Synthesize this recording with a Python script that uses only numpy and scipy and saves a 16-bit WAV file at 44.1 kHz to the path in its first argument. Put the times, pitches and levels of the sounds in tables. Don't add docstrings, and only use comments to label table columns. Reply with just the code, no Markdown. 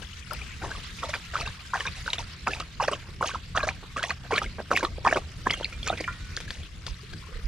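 import sys
import numpy as np
from scipy import signal
from scipy.fft import rfft, irfft
from scipy.io import wavfile
from scipy.ndimage import uniform_filter1d

SR = 44100
rng = np.random.default_rng(int(sys.argv[2]) if len(sys.argv) > 2 else 0)


def transcribe(signal):
    frames = np.atleast_2d(signal).T
    limited = np.clip(frames, -1, 1)
    pcm = np.round(limited * 32767).astype(np.int16)
    wavfile.write(sys.argv[1], SR, pcm)


def amplitude_ratio(level_db):
    exponent = np.asarray(level_db, float) / 20
    return 10 ** exponent


N = 329679

# [t/s, wash level/dB, left over right/dB]
NIGHT_TURN = [
    (0, -46, 12),
    (.9, -42, -0.5),
    (1.4, -44.5, 1),
    (2., -42, 1),
    (2.6, -48.5, -0.5),
    (4.2, -48, 0),
    (5.5, -47.5, 0),
    (6.1, -45, -0.5),
    (6.7, -48, 4.5),
    (7.48, -47, 7),
]
# [t/s, level/dB]
NEARNESS = [
    (0, -0.5),
    (2.2, -10.5),
    (2.7, -2),
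    (4.1, -4.5),
    (4.7, 4),
    (7.48, 6.5),
]
# [t/s, level/dB, length/ms]
SLOPS = [(0.619, -41.5, 84), (2.47, -33.5, 46), (2.914, -33, 33), (3.087, -45, 14), (3.828, -43.5, 19),
         (4.239, -46, 29), (4.584, -38, 32), (4.8, -56, 41), (4.98, -42, 7.8), (5.599, -40, 26),
         (5.901, -42.5, 47), (6.001, -42, 13), (6.863, -67, 35), (7.27, -66, 150), (2.6, -58, 20),
         (4.735, -34.5, 13)]
# [f/Hz, level/dB per Hz]
WASH = [(300, -43), (600, -17), (900, -9.5), (1250, -1.5), (2200, 0.5), (3000, -1), (4500, -3.5),
        (9500, -17), (14600, -30), (16000, -42)]


def evened(x):
    return x / np.sqrt(np.mean(x ** 2) + 1e-20)


def read(points, hz):
    f, value = np.transpose(points)
    return np.interp(np.log(hz + 1), np.log(f + 1), value)


def follow(s, value):
    return np.interp(np.arange(N) / SR, s, value)


def add(mix, s, sound):
    part = mix[max(round(s * SR), 0):][:len(sound)]
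    part += sound[:len(part)]


def bubble(hz, ring_s, rise_s, glide):
    t = np.arange(round((rise_s + 5 * ring_s) * SR)) / SR
    swell = np.sin(np.pi / 2 * np.minimum(t / rise_s, 1)) ** 2
    decay = amplitude_ratio(-8 * np.maximum(t - rise_s, 0) / ring_s)
    pitch = hz * (1 + glide * (t - rise_s) / ring_s)
    return swell * decay * np.sin(2 * np.pi * np.cumsum(pitch) / SR)


def swarm(colour, per_s, cycles, spread_db, count=30):
    place, luck, pitch = rng.random((round(per_s * N / SR), 3)).T
    size = amplitude_ratio(spread_db * np.minimum(-np.log(luck), 4))
    out = np.zeros(N + SR)
    for k, hz in enumerate(np.geomspace(colour[0][0], colour[-1][0], count)):
        ring_s = (.6 + k % 3 * .5) * cycles / hz
        grain = bubble(hz, ring_s, .55 * cycles / hz, .05 - k % 4 * .02)
        grain *= amplitude_ratio(read(colour, hz)) * np.sqrt(hz) / np.linalg.norm(grain)
        mine = (pitch * count).astype(int) == k
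        at = (place[mine] * N).astype(int)[:, None] + np.arange(len(grain))
        out += np.bincount(at.ravel(), (size[mine, None] * grain).ravel(), N + SR)
    return evened(out[:N])


def bed(colour, patchy_db, flicker_db, size):
    # [f/Hz, correlation]
    likeness = [(20, 0.75), (100, 0.9), (300, 0.95), (640, .7), (3100, 0.58), (6800, 0.15), (15000, 0.1)]
    hop = size // 4
    frames, hz = N // hop + 5, np.fft.rfftfreq(size, 1 / SR)
    a, b, c, d, patches = rng.standard_normal((frames, len(hz), 5)).T
    patches = uniform_filter1d(patches, size=size // 40, axis=0)
    patches = evened(uniform_filter1d(patches, size=3072 // hop, axis=1))
    flicker = evened(uniform_filter1d(rng.standard_normal(frames), size=5))
    same = np.clip(read(likeness, hz), -1, 1)[:, None]
    left = a + 1j * b
    right = same * left + np.sqrt(1 - same ** 2) * (c + 1j * d)
    z = np.array([left, right])
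    z *= amplitude_ratio(read(colour, hz)[:, None] + patchy_db * patches + flicker_db * flicker)
    return evened(signal.istft(z, nperseg=size, noverlap=size - hop)[1][:, :N])


def rumble():
    # [f/Hz, level/dB per Hz]
    rumble_colour = [(15, -18), (30, 1.5), (75, 2), (125, -4.5), (180, -8.5), (290, -18.5), (450, -23),
                     (700, -30.5), (1200, -60)]
    rumble_db = -41.5 + 0.13 * follow(*np.transpose(NEARNESS))
    return amplitude_ratio(rumble_db) * bed(rumble_colour, 1.95, 1.9, size=4096)


def drone():
    # [f/Hz, width/Hz, level/dB]
    motor_bands = [(79, 26, -49), (127, 6, -55), (172, 24, -58)]
    hz, z = np.fft.rfftfreq(N, 1 / SR), rfft(rng.standard_normal(N))
    out = np.zeros(N)
    for f, width_hz, db in motor_bands:
        out += amplitude_ratio(db) * evened(irfft(z * np.exp(-2 * ((hz - f) / width_hz) ** 2), N))
    return out


def wash(wash_db, pan_db):
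    trickle = np.array([swarm(WASH[2:8], 350, 8., 3.7) for port in "LR"])
    water = bed(WASH, 2.4, 1.7, size=512) + amplitude_ratio(-4) * trickle
    return amplitude_ratio(wash_db - 3.0 + np.array([pan_db, -pan_db]) * 0.28) * water


def bumps():
    # [t/s, level/dB, f/Hz]
    pushes = [
        (6.9, -32, 45),
        (6.923, -27, 49.6),
        (7.345, -32.5, 35),
        (7.377, -31.5, 34.5),
        (7.457, -21, 40),
    ]
    out, half = np.zeros(N), SR // 20
    for s, db, hz in pushes:
        u = np.arange(-half, half) / SR * hz
        add(out, s - half / SR, -amplitude_ratio(db) * np.cos(2 * np.pi * u - .1) * np.exp(-(1.8 * u) ** 2))
    return out


def deck(x, t60, delay_s):
    t = np.arange(round(.2 * SR)) / SR
    signs = rng.choice([-1., 1.], (2, len(t)))
    sparse = rng.random((2, len(t))) < .05
    taps = signs * sparse * amplitude_ratio(-60 * t / t60) * (t > delay_s)
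    return signal.oaconvolve(x[None], taps / np.linalg.norm(taps[0]), axes=1)[:, :N]


def bowl():
    # [t/s, level/dB, f/Hz, t60/s, beat/Hz]
    brushes = [(5.54, -45, 2790, .4, 3), (5.727, -48, 2372, 0.9, 5.1), (6.04, -45, 2362, 0.95, 2.5),
               (6.079, -46.5, 1478, 1.2, 3.6), (6.0777, -27, 1390, .12, 2), (6.0777, -35, 1206, .075, 5),
               (6.08, -55, 1782, .7, 9), (6.078, -42, 1970, .17, 20), (6.08, -54, 1114, .6, 3),
               (6.079, -44, 1885, 0.4, 8), (6.078, -35, 1012, .09, 3), (6.0777, -33, 1490, .07, 9)]
    out, t = np.zeros(N), np.arange(SR // 2) / SR
    for s, db, hz, t60, beat_hz in brushes:
        sway = evened(uniform_filter1d(rng.standard_normal(len(t)), size=4000))
        phase = 2 * np.pi * np.cumsum(hz * (1 + .0007 * sway)) / SR
        pair = np.sin(phase) + 1.24 * np.sin(phase + 2 * np.pi * beat_hz * t + 1.05)
        pair *= amplitude_ratio(4 * t * sway[::-1])
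        add(out, s, np.minimum(t / .0015, 1) * amplitude_ratio(db - 60 * t / t60) * pair)
    return out


def bursts(rows, gain_db, length_s, decay_s, band_hz):
    out, t = np.zeros(N), np.arange(round(length_s * SR)) / SR
    for (s, db, *_), fizz in zip(rows, rng.standard_normal((len(rows), len(t)))):
        add(out, s, amplitude_ratio(db + gain_db) * fizz * np.exp(-t / decay_s))
    return signal.lfilter(*signal.butter(2, band_hz, "band", fs=SR), out)


def ticks():
    # [t/s, peak level/dB]
    films = [
        (0.333, -43),
        (3.226, -55),
        (4.7197, -52),
        (4.7666, -44),
        (4.8389, -52),
        (5.5353, -53),
    ]
    return bursts(films, 13.0, 0.0048, 0.0018, [7000, 13500])


def knocks():
    return bursts(SLOPS, 16., 0.011, 0.003, [350, 1400])


def snaps():
    # [t/s, peak level/dB]
    sharp_snaps = [(2.133, -22), (2.9155, -33), (2.6, -21), (4.714, -29), (4.772, -16.5), (4.8305, -23),
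                   (1.138, -42), (1.8, -23), (4.03, -19), (5.126, -37), (5.146, -42), (5.509, -27),
                   (5.8746, -18), (5.886, -26), (6.3655, -35), (6.4034, -26.5), (6.506, -24.5),
                   (6.8665, -22)]
    out, t = np.zeros(N), np.arange(round(0.011 * SR)) / SR
    for (s, db), fizz in zip(sharp_snaps, rng.standard_normal((len(sharp_snaps), len(t)))):
        edge = (1 - t / 6e-5) * np.exp(-t / 6e-5)
        add(out, s, amplitude_ratio(db + 8.0) * (edge + 0.27 * fizz * np.exp(-t / 0.0057)))
    return signal.lfilter(*signal.butter(2, [500, 5500], "band", fs=SR), out)


def strokes():
    # [f/Hz, level/dB]
    churn_colour = [(400, -7.5), (700, 0), (1200, 4.5), (1700, 0.5), (2300, -27)]
    spray_colour = [(1800, -6.5), (2600, -3.5), (4500, -11.5), (6500, -13.5), (9000, -16.5), (12000, -37),
                    (15500, -34)]
    # [t/s, level/dB, length/ms]
    plunges = [(0.302, -37, 43), (0.612, -41.5, 96), (1.021, -30, 44), (1.333, -32.5, 81), (1.733, -31, 63),
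               (2.057, -35.5, 61), (2.464, -28.5, 24), (2.8, -29, 45), (3.209, -30, 51), (3.55, -26, 52),
               (3.96, -30, 50), (4.304, -28.5, 82), (4.704, -27, 47), (5.042, -28, 68), (5.462, -24, 21.3),
               (5.861, -40, 36)]
    scoops = [(0.015, -52.5, 29), (0.33, -57.5, 130), (0.7, -54.5, 80), (1.084, -43.5, 33),
              (1.395, -46.5, 38), (1.799, -49.5, 60), (2.127, -43, 30), (2.5, -49, 46), (2.526, -49.5, 62),
              (2.826, -47.5, 45), (3.255, -42.5, 59), (3.598, -58, 39), (4.023, -47, 69), (4.35, -51, 30),
              (4.375, -39.5, 16), (4.752, -43.5, 58), (5.108, -46, 50), (5.45, -43, 7.9),
              (5.498, -41.5, 26), (5.531, -46, 21), (5.568, -48, 18), (5.6, -64, 98)]
    bites = [(0.411, -43.5, 24), (0.745, -49, 86), (1.132, -30, 31), (1.453, -36.5, 38.5),
             (1.85, -37, 37.6), (2.18, -34, 43.8), (2.595, -38, 27.4), (2.874, -31, 24), (2.91, -36.5, 48),
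             (3.331, -40, 43.6), (3.628, -31.5, 28), (3.665, -31, 40.7), (4.09, -35, 35.8),
             (4.414, -34.5, 43), (4.826, -33.5, 41.7), (5.155, -27.5, 33.6), (5.899, -49, 46)]
    drips = [(0.98, -49, 28), (1.951, -49.5, 55), (5.723, -49, 14), (5.825, -52, 92), (5.969, -46, 25),
             (6.001, -42, 14.6), (6.033, -47, 12), (6.363, -46.5, 26), (6.4, -47.5, 15), (6.475, -56, 21),
             (6.502, -58, 150), (6.86, -51.5, 52), (7.128, -47, 12)]
    # churn dB, spray dB, gulp dB
    kinds = ((plunges, (0., -15, -10.5)), (scoops, (4.4, 0., -1.5)), (bites, (0., -13, -7)),
             (drips, (-2, 0., -6)), (SLOPS, (-1.3, -21, -0.23)))
    settle_db, settle_s = -25, 0.11
    churn, spray, gulp = np.zeros((3, N))
    for rows, (churn_db, spray_db, gulp_db) in kinds:
        for s, db, length_ms in rows:
            t = np.arange(round((2 * length_ms / 1e3 + 4 * settle_s) * SR)) / SR
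            moving = np.exp(-(t * 1e3 / length_ms) ** 3)
            fade = amplitude_ratio(db) * (moving + amplitude_ratio(settle_db) * np.exp(-t / settle_s))
            thrown_db = spray_db + 8.0 - 0.43 * max(db + 33, 0)
            add(churn, s, amplitude_ratio(churn_db + 0.5) * np.minimum(t / 0.0046, 1) * fade)
            add(spray, s, amplitude_ratio(thrown_db) * np.minimum(t / 0.0093, 1) * fade)
            add(gulp, s, amplitude_ratio(gulp_db) * np.minimum(t / 0.0047, 1) * fade)
    gulp *= amplitude_ratio(follow(*np.transpose(NEARNESS)))
    slosh = [(200, -11.0), (320, -11), (450, -11.5), (650, -11.0)]
    body = churn * amplitude_ratio(-2.0) * swarm(churn_colour, 380, 4.27, 3.4)
    body += gulp * swarm(slosh, 320, 1.0, 2.6)
    drops = amplitude_ratio(-1.0) * spray * swarm(spray_colour[:4], 1300, 4.06, 3.7)
    mist = spray * np.array([swarm(spray_colour[2:], 2200, 4.5, 3.9) for port in "LR"])
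    return body + drops, amplitude_ratio(-10.0) * mist


def bubbles():
    # [t/s of the peak, peak level/dB, f/Hz]
    pockets = [(1.094, -28.5, 600), (1.43, -34.5, 654), (1.757, -21.5, 783), (2.4801, -21.5, 770),
               (2.8131, -19, 810), (2.8371, -23.5, 790), (2.8839, -12.5, 586), (2.9273, -24, 587),
               (3.232, -27, 515), (3.2441, -23.5, 620), (3.5741, -38, 613), (3.5829, -32, 785),
               (3.6375, -19.5, 610), (3.6732, -23.5, 630), (4.31, -25.5, 875), (4.3154, -19.5, 800),
               (4.3327, -16, 440), (4.7158, -18.5, 550), (4.727, -25, 645), (4.839, -22, 327),
               (5.0741, -9.5, 794), (5.1283, -12, 655), (5.159, -19, 574), (5.1653, -25, 348),
               (5.9033, -13.5, 703), (5.93, -29, 640)]
    plops = [(0.312, -23.5, 1357), (0.717, -26, 1580), (1.0351, -24, 1280), (1.3559, -12.5, 1290),
             (1.3658, -23, 1480), (1.743, -15.5, 1480), (2.0794, -16, 1470), (2.473, -17.5, 1220),
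             (2.4804, -16, 1340), (2.801, -15.5, 1050), (2.806, -11.5, 1000), (2.9267, -20, 1130),
             (3.211, -19, 1050), (3.2276, -12, 1320), (3.245, -19, 1170), (3.3482, -21, 1270),
             (3.551, -23, 1190), (3.5587, -21, 1105), (3.5654, -20, 1290), (3.9641, -24.5, 1190),
             (3.995, -22.5, 1480), (4.7158, -7, 1320), (4.728, -23.5, 1080), (4.85, -14, 1225),
             (5.052, -11.5, 980), (5.061, -17, 1170), (5.071, -6.5, 1070), (5.1273, -9.5, 1690),
             (5.1732, -19, 1126), (5.47, -9.5, 1040)]
    beads = [(1.14, -17.5, 2340), (1.412, -25.5, 4560), (1.4627, -25, 2650), (1.806, -21.5, 3000),
             (1.8072, -19.5, 1820), (1.8747, -21, 2350), (2.1035, -20.5, 3920), (2.1325, -16.5, 3080),
             (2.1846, -20.5, 3580), (2.5353, -17, 2480), (2.8807, -24.5, 2460), (2.935, -22.5, 2970),
             (3.2743, -22, 6200), (3.5751, -17.5, 3290), (3.6048, -23.5, 2440), (3.6318, -21.5, 4000),
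             (3.6896, -13.5, 2280), (4.0296, -21.5, 3210), (4.0388, -15.5, 1930), (4.1069, -16, 1840),
             (4.341, -19, 2390), (4.3621, -18.5, 4050), (4.381, -9, 2340), (4.7645, -7.5, 2470),
             (4.7753, -9.5, 1930), (4.8502, -21.5, 4020), (5.078, -15.5, 2380), (5.1466, -24, 3030),
             (5.506, -13, 2090), (5.6458, -21.5, 2670)]
    singers = [(0.708, -33.5, 1505), (1.8668, -32, 2450), (2.5093, -30, 1720), (3.6061, -28, 1670),
               (3.6337, -24, 1600), (4.0967, -29, 2440), (4.3327, -24.5, 2300), (4.3356, -22.5, 1077),
               (4.382, -19, 1666), (4.7547, -20, 2230), (5.0937, -24, 2280), (5.4606, -30, 1625),
               (5.5269, -26.5, 2070), (5.5369, -22, 3220), (5.727, -33, 2420), (5.8799, -29, 1217)]
    froth = [(1.0313, -27, 1280), (1.1401, -22, 1700), (1.4125, -27, 1260), (1.4755, -27, 1130),
             (1.7373, -21, 960), (1.8069, -29, 1120), (1.8674, -32, 1550), (2.4925, -31, 1340),
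             (2.4983, -32, 1390), (2.6052, -23, 1200), (2.8207, -22.5, 1100), (2.8278, -22, 580),
             (2.8433, -26, 880), (2.8501, -29, 1310), (2.9165, -24.5, 424), (2.9348, -22, 1160),
             (3.2359, -27, 1110), (3.3564, -22.5, 990), (3.5738, -21.5, 1290), (3.5744, -21.5, 663),
             (3.5789, -24, 1240), (3.5833, -16, 770), (3.6894, -18.5, 1600), (3.9694, -21, 1180),
             (4.0253, -29, 1540), (4.0308, -27, 1620), (4.0405, -24, 657), (4.0492, -33, 1810),
             (4.0966, -27, 946), (4.1111, -22, 1180), (4.3248, -23, 527), (4.3593, -30, 1410),
             (4.708, -25.5, 1450), (4.7339, -24, 1030), (4.7379, -25, 694), (4.7725, -24.5, 1120),
             (4.8088, -26, 1600), (4.8311, -20.5, 550), (5.0645, -9, 1140), (5.075, -16.5, 1680),
             (5.1137, -21.5, 1550), (5.142, -29, 630), (5.1806, -28, 794), (5.5073, -26.5, 1170)]
    flecks = [(1.1522, -26, 2400), (1.4029, -27, 2450), (1.4769, -33, 4520), (1.4775, -27, 3800),
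              (1.8676, -29, 5750), (1.8677, -24, 3730), (1.8823, -23, 2450), (1.8829, -32, 3570),
              (2.1332, -27, 6900), (2.1337, -25, 3770), (2.4724, -20.5, 2490), (2.4811, -30, 6700),
              (2.5173, -32, 3100), (2.537, -30, 3530), (2.6022, -30, 4040), (2.8077, -29.5, 2600),
              (2.8263, -26.5, 5340), (2.8484, -28, 5500), (2.8789, -25.5, 4450), (2.9157, -28, 8060),
              (2.9421, -28, 2660), (3.2606, -32, 2540), (3.2627, -32, 4180), (3.2768, -27, 3060),
              (3.2878, -26, 2600), (3.5659, -25, 6100), (3.5799, -26.5, 4440), (3.6816, -27, 6400),
              (3.6892, -27, 4240), (4.0296, -32, 4250), (4.0384, -20, 2580), (4.0395, -29, 3600),
              (4.1058, -23.5, 2430), (4.1061, -22.5, 4300), (4.3622, -22, 3110), (4.3727, -27, 3120),
              (4.3775, -29, 4050), (4.463, -28, 2150), (4.7752, -31, 3700), (4.7818, -26, 3470),
              (4.7859, -23, 2490), (4.8309, -22.5, 2220), (5.0766, -26, 4750), (5.1109, -27, 2540),
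              (5.1303, -27, 2720), (5.1672, -24, 2170), (5.1713, -24, 2500), (5.4986, -22, 2860),
              (5.4988, -27, 2250), (5.5082, -20.5, 3080), (5.5098, -17.5, 5000), (5.5099, -18.5, 4570),
              (5.5354, -26.5, 6290), (5.6329, -27, 3180), (5.6557, -29, 4570), (5.8315, -30, 4230),
              (5.8639, -29, 5460), (5.8767, -32, 5520), (5.8853, -31, 4310), (5.9079, -31, 3680)]
    drops_and_taps = [(0.1322, -35, 2930), (0.4173, -28, 2390), (3.315, -28, 1570), (5.6462, -12.5, 4100),
                      (5.6549, -23.5, 2220), (5.8307, -24, 3300), (5.8702, -22, 1500), (5.8769, -19, 6940),
                      (5.8851, -22, 2560), (5.8978, -19.5, 3620), (5.9013, -23, 1240), (5.9288, -24, 1400),
                      (5.98, -30, 2050), (6.0061, -26, 4630), (6.0428, -27, 2130), (6.0795, -27, 1660),
                      (6.127, -36, 2450), (5.937, -30, 2400), (6.48, -33, 1700), (5.993, -32, 2000),
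                      (7.036, -44, 400), (7.136, -36, 1620), (7.145, -40, 290), (7.226, -47, 1050),
                      (7.241, -45, 1060), (7.238, -46, 1450), (7.271, -44, 1030), (7.293, -46, 1180),
                      (7.329, -46, 1150), (7.29, -45, 420), (7.322, -44, 490), (7.36, -42, 463),
                      (7.393, -44, 440),
                      (0.3204, -34.5, 597), (0.334, -31, 5000), (0.6355, -34, 337), (0.642, -36, 1250),
              (0.7531, -33, 1180), (1.1399, -29, 1100), (2.133, -24, 2300), (2.1339, -19, 3730),
              (2.4711, -23, 856), (3.575, -25.5, 2670), (3.9784, -26, 1690), (3.983, -25, 1320),
              (4.31, -25, 1060), (4.3775, -21, 3450), (4.7309, -35, 1430), (4.8306, -20, 1010),
              (4.8496, -28, 1750), (4.869, -30, 1125), (4.8519, -25.5, 3460), (5.4715, -15, 1720),
              (5.5085, -17, 3190), (5.8644, -33, 3440), (5.872, -33, 2180), (5.8845, -32, 3280),
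              (5.9755, -35, 3450), (5.9756, -32, 2470), (6.0014, -28, 2220), (6.0074, -30, 308),
              (6.0415, -31, 2800), (6.049, -32, 1860), (6.3667, -30, 3520), (6.3742, -37, 2240),
              (6.5066, -29, 4530), (6.8667, -31, 4820)]
    claws = [(6.3668, -16, 4620), (6.3675, -23, 6520), (6.374, -20, 1620), (6.5062, -21, 3410),
             (6.5066, -26.5, 1740), (6.8666, -22, 3500), (6.868, -34, 1400), (6.88, -37, 4470),
             (6.882, -34, 1020), (6.634, -32.5, 3300), (6.635, -43, 1450), (6.944, -34, 4000)]
    groups = ((pockets + plops + beads, 1), (singers, 2.33), (froth, 0.68), (flecks, 0.91),
              (drops_and_taps, 0.98), (claws, 0.33))
    ring_ms = 3.15
    out = np.zeros(N)
    for rows, ring in groups:
        for (s, db, hz), glide in zip(rows, rng.uniform(-0.027, 0.0726, (len(rows), 1))):
            hardness = amplitude_ratio(0.56 * (-17 - max(db, -25.5)))
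            ring_s = ring * ring_ms / 1e3 * (1e3 / hz) ** 0.57 * hardness
            rise_s = 1.212 / hz + 0.42 * ring_s / np.sqrt(ring)
            add(out, s - rise_s, amplitude_ratio(db) * bubble(hz, ring_s, rise_s, glide))
    return out


def scene():
    s, wash_db, pan_db = np.transpose(NIGHT_TURN)
    wash_db, pan_db = follow(s, wash_db), follow(s, pan_db)
    night = rumble() + drone() + wash(wash_db, pan_db)
    stirred, mist = strokes()
    water = bubbles() + stirred + snaps() + knocks() + bowl()
    lag = np.exp(-2j * np.pi * np.fft.rfftfreq(N) * 1.57)
    ports = np.array([amplitude_ratio(-1.04) * irfft(rfft(water) * lag, N), water])
    near = ports + mist + ticks() + amplitude_ratio(-13.5) * deck(water, .08, .001)
    near *= amplitude_ratio(np.array([pan_db / 2, -pan_db / 2]))
    return near + night + bumps() * amplitude_ratio(np.array([[-4], [3]]))


def low_pass(x):
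    return signal.sosfilt(signal.butter(12, 16460, fs=SR, output="sos"), x)


def record(dry):
    edge = signal.firwin(255, 15750, window=("kaiser", 9), fs=SR)
    return low_pass(signal.oaconvolve(dry, edge[None], "same"))


dry = scene()
out = record(dry)
transcribe(out)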